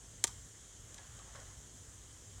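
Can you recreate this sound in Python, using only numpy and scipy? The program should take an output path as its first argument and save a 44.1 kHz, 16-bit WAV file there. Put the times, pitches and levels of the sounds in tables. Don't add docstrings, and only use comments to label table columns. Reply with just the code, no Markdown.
import sys
import numpy as np
from scipy import signal
from scipy.fft import rfft, irfft
from scipy.io import wavfile
from scipy.ndimage import uniform_filter1d

SR = 44100
rng = np.random.default_rng(int(sys.argv[2]) if len(sys.argv) > 2 else 0)


def voltage_ratio(decibels):
    exponent = np.asarray(decibels, float) / 20
    return 10 ** exponent


def int16_out(signal):
    q = np.round(np.clip(np.atleast_2d(signal).T, -1, 1) * 32767)
    wavfile.write(sys.argv[1], SR, q.astype(np.int16))


N = 105840


def read(points, hz):
    f, value = np.transpose(points)
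    return np.interp(np.log(hz + 1), np.log(f + 1), value)


def evened(x):
    return x / np.sqrt(np.mean(x ** 2) + 1e-20)


def add(mix, s, sound):
    part = mix[round(s * SR):][:len(sound)]
    part += sound[:len(part)]


def bin_hz(size=8192):
    return np.fft.rfftfreq(size, 1 / SR)


def bumps(table):
    return sum(db * np.exp(-.5 * (np.log2((bin_hz() + 1) / hz) / w) ** 2) for hz, w, db in table)


def causal(db):
    log = np.log(voltage_ratio(np.maximum(db, -100)))
    full = np.concatenate([log, log[-2:0:-1]])
    return np.fft.ifft(np.exp(np.conj(signal.hilbert(full)))).real[:4096]


def shaped(tone):
    spectrum = rfft(rng.standard_normal(N))
    return evened(irfft(spectrum * voltage_ratio(read(tone, bin_hz(N))), N))


def flames():
    # (frequency [Hz], level [dB])
    flutter_tone = [(15, -26), (30, -13), (56, 2), (72, -6.5), (105, -1.5), (135, -9.5), (165, -18.5),
                    (300, -40.5)]
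    # (time [s], level [dB])
    vigour = [(0.0, -64), (0.07, -57), (0.1, -59), (0.4, -54), (0.59, -65.5), (0.61, -62.5), (0.78, -63),
              (0.8, -55.5), (0.98, -62), (1.18, -53.5), (1.2, -60), (1.47, -54), (1.55, -59.5), (1.58, -53),
              (1.72, -67), (1.74, -56.5), (2.23, -60), (2.4, -52)]
    level_db, follow, steady = -58, 0.84, 0.74
    s, db = np.transpose(vigour)
    roar = shaped(flutter_tone)
    own_power = uniform_filter1d(uniform_filter1d(roar ** 2, size=2500), size=2500)
    surge_db = np.interp(np.arange(N) / SR, s, db - db.mean())
    return voltage_ratio(level_db + follow * surge_db) * roar / own_power ** (steady / 2)


def escaping_gas():
    # (frequency [Hz], level [dB])
    hiss_tone = [(20, -2), (170, 7.5), (400, 4), (700, -2.5), (1500, -3.5), (4000, -3), (9000, -8.5),
                 (16000, -23)]
    level_db, patch_db, flicker_db = -61.5, 1.0, 0.3
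    hz, t, z = signal.stft(shaped(hiss_tone), SR, nperseg=512, noverlap=384)
    patches = uniform_filter1d(rng.standard_normal(z.shape), size=6, axis=0)
    patches = evened(uniform_filter1d(patches, size=20, axis=1))
    flicker = evened(uniform_filter1d(rng.standard_normal(len(t)), size=4))
    z = z * voltage_ratio(patch_db * patches + flicker_db * flicker)
    return voltage_ratio(level_db) * signal.istft(z, SR, nperseg=512, noverlap=384)[1][:N]


def sizzle():
    per_s, spread_db, level_db = 1500, 2.5, -78.5
    sizes = voltage_ratio(spread_db * np.minimum(rng.exponential(size=N), 4))
    grains = sizes * (rng.random(N) < per_s / SR) * rng.choice([-1, 1], N)
    return voltage_ratio(level_db) * evened(signal.lfilter([1, 1, -1, -1], [1], grains))


def hiss():
    both = escaping_gas() + sizzle()
    return irfft(rfft(both) * (bin_hz(N) < 15900), N)


def cracks():
    # (time [s], level [dB], tearing length [s], centre [Hz], fall one octave away [dB])
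    splits = [(0.2395, -18.5, 0.0026, 5500, 1), (0.2429, -29.5, 0.0035, 5000, 0.9),
              (0.2471, -37.5, 0.0041, 3000, 2), (0.2695, -38, .0024, 8000, 0),
              (0.2732, -46, 0.0022, 6000, 6), (0.2769, -36, 0.0014, 5000, 2.5),
              (0.2795, -45, .003, 4000, -1), (0.285, -55.5, .012, 1500, 1),
              (0.2525, -44.5, 0.0059, 2500, 3), (0.943, -46, 0.0031, 8000, 1),
              (.9795, -47.5, 0.0019, 3800, 7), (0.983, -46.5, 0.0035, 3000, 6.5),
              (1.348, -54, 0.005, 1500, 6), (1.356, -53, 0.0071, 2800, 3.5),
              (1.399, -52.5, 0.0046, 4600, 12), (1.189, -51.5, 0.0046, 2500, 4)]
    # (frequency [Hz], level [dB])
    snap_tone = [(100, -41), (500, -2), (1200, -9.5), (2000, 5.5), (3800, 3.5), (6800, -1.5), (9000, -2.5),
                 (16000, -8.5)]
    # (frequency [Hz], width [octaves], level [dB])
    pocket = [(2870, 0.073, -8.5), (3910, .1, 4), (5000, .08, 5.5), (6000, .04, 2), (6620, 0.042, -5),
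              (7250, .04, 3.5), (8830, 0.065, 3), (9440, 0.018, -5)]
    rise_s, spread_db = 0.00045, 1
    out, hz, t = np.zeros(N), bin_hz(), np.arange(600) / SR
    signs = rng.choice([-1., 1.], (len(splits), 600))
    sizes = rng.exponential(size=(len(splits), 600))
    for (s, db, length, centre_hz, fall_db), sign, size in zip(splits, signs, sizes):
        envelope = np.minimum(t / rise_s, 1) / (1 + (t / length) ** 12)
        run = envelope * sign * voltage_ratio(spread_db * size)
        own_db = 10 * np.log10(uniform_filter1d(abs(rfft(run, n=8192)) ** 2, size=130))
        tone_db = read(snap_tone, hz) + bumps(pocket)
        tone_db -= abs(fall_db) * np.log2((hz + 100) / centre_hz) ** 2
        snaps = np.convolve(run, causal(tone_db - own_db + own_db.mean()))
        add(out, s, voltage_ratio(db - 6) * snaps * np.sqrt(length * SR) / np.linalg.norm(snaps))
    return out


def log_ring():
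    # (frequency [Hz], level [dB], t60 [s])
    modes = [(248, -7, 0.033), (370, -2.5, 0.049), (480, -5.5, .03), (584, -8.5, 0.037), (750, -7.5, 0.055),
             (929, -4, 0.068), (1080, -11, .03), (1200, -0.5, .03), (1515, -4.5, .03), (1640, -10, 0.035),
             (1814, -0.5, 0.026), (2130, -1, .025), (2350, -8, 0.022)]
    strike_s, level_db, rise_s = 0.2415, -35, 0.0022
    out, t, ring = np.zeros(N), np.arange(4000) / SR, 0
    for k, (hz, db, t60) in enumerate(modes):
        ring = ring + (-1) ** k * voltage_ratio(db - 60 * t / t60) * np.sin(2 * np.pi * hz * t)
    add(out, strike_s, voltage_ratio(level_db) * np.minimum(t / rise_s, 1) * ring)
    return out


def tail(t60, start_s):
    t = np.arange(SR // 2) / SR
    taps = rng.standard_normal(len(t)) * voltage_ratio(-60 * t / t60) * np.clip(t / start_s - 1, 0, 1)
    return taps / np.linalg.norm(taps)


def echoes(dry):
    firebox = voltage_ratio(-16) * tail(0.04, 0.0022)
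    room = voltage_ratio(-21) * tail(0.47, 0.016)
    return signal.fftconvolve(dry, firebox + room)[:N]


def knocks():
    # (time [s], level [dB], centre [Hz], t60 [s])
    scuffs = [(.981, -59, 2200, .06), (.99, -61, 800, .1), (1.04, -66, 1200, 0.16), (1.185, -60, 500, 0.09),
              (1.195, -60, 1140, 0.17), (1.27, -61.5, 910, 0.16), (1.348, -60, 546, 0.22),
              (1.349, -55, 1500, 0.17), (1.385, -59.5, 580, 0.3), (1.39, -62, 1600, 0.18),
              (1.42, -63, 1390, 0.17), (1.53, -79, 1300, .1), (2.38, -63, 900, .15),
              (.275, -54.5, 1090, 0.17)]
    # (time [s], level [dB], frequency [Hz], t60 [s])
    pings = [
        (.984, -56, 1690, .13),
        (.988, -60, 880, .15),
        (1.352, -58, 1090, .15),
        (1.35, -61, 560, .2),
        (1.40, -61, 1460, .2),
    ]
    width, rise_s = 0.43, 0.0017
    out, t = np.zeros(N), np.arange(8192) / SR
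    rise = np.minimum(t / rise_s, 1)
    for (s, db, hz, t60), noise in zip(scuffs, rng.standard_normal((len(scuffs), 8192))):
        band = irfft(rfft(noise) * np.exp(-(np.log((bin_hz() + 1) / hz) / width) ** 2))
        add(out, s, voltage_ratio(db - 60 * t / t60) * rise * evened(band))
    for s, db, hz, t60 in pings:
        add(out, s, voltage_ratio(db - 60 * t / t60) * rise * np.sin(2 * np.pi * hz * t))
    return out


def rustle():
    # (time [s], level [dB])
    swell = [
        (.7, -82.5),
        (.97, -64.5),
        (1.1, -66),
        (1.34, -64.5),
        (1.352, -58),
        (1.45, -65),
        (1.55, -67),
        (1.65, -92),
    ]
    # (frequency [Hz], level [dB])
    scrape_tone = [(150, -28), (400, -5.5), (600, -4), (1200, -2.5), (1900, -5), (3000, -9.5), (5500, -14),
                   (10000, -40)]
    s, db = np.transpose(swell)
    return voltage_ratio(np.interp(np.arange(N) / SR, s, db, -120, -120)) * shaped(scrape_tone)


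def whistle():
    # (start [s], frequency [Hz], level [dB])
    s, hz, db = (2.05, 5050, -79)
    t = np.arange(N) / SR
    wander = 2 * np.cumsum(rng.standard_normal(N)) / np.sqrt(SR)
    return voltage_ratio(db) * np.clip(10 * (t - s), 0, 1) * np.sin(2 * np.pi * hz * t + wander)


def scene():
    fire = flames() + hiss()
    burst = cracks() + log_ring()
    settling = knocks() + rustle()
    return (fire + burst + echoes(burst) + settling + whistle())[None]


def roll_off(x):
    return signal.sosfilt(signal.butter(12, 17000, fs=SR, output="sos"), x)


def record(dry):
    # (frequency [Hz], width [octaves], level [dB])
    port = [(1804, 0.17, 1.5), (2500, 0.19, -5), (3154, 0.087, 4.5), (5000, 0.29, -3.5), (6590, 0.22, 10.5),
            (8240, 0.31, 6), (11540, 0.33, -1.5)]
    hz = bin_hz()
    response_db = bumps(port) - 8 * np.log2(np.maximum(hz / 9500, 1))
    response_db -= 60 * np.clip((hz - 16700) / 400, 0, 1)
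    mix = signal.fftconvolve(dry, causal(response_db)[None])[:, :N]
    return roll_off(mix)


dry = scene()
out = record(dry)
int16_out(out)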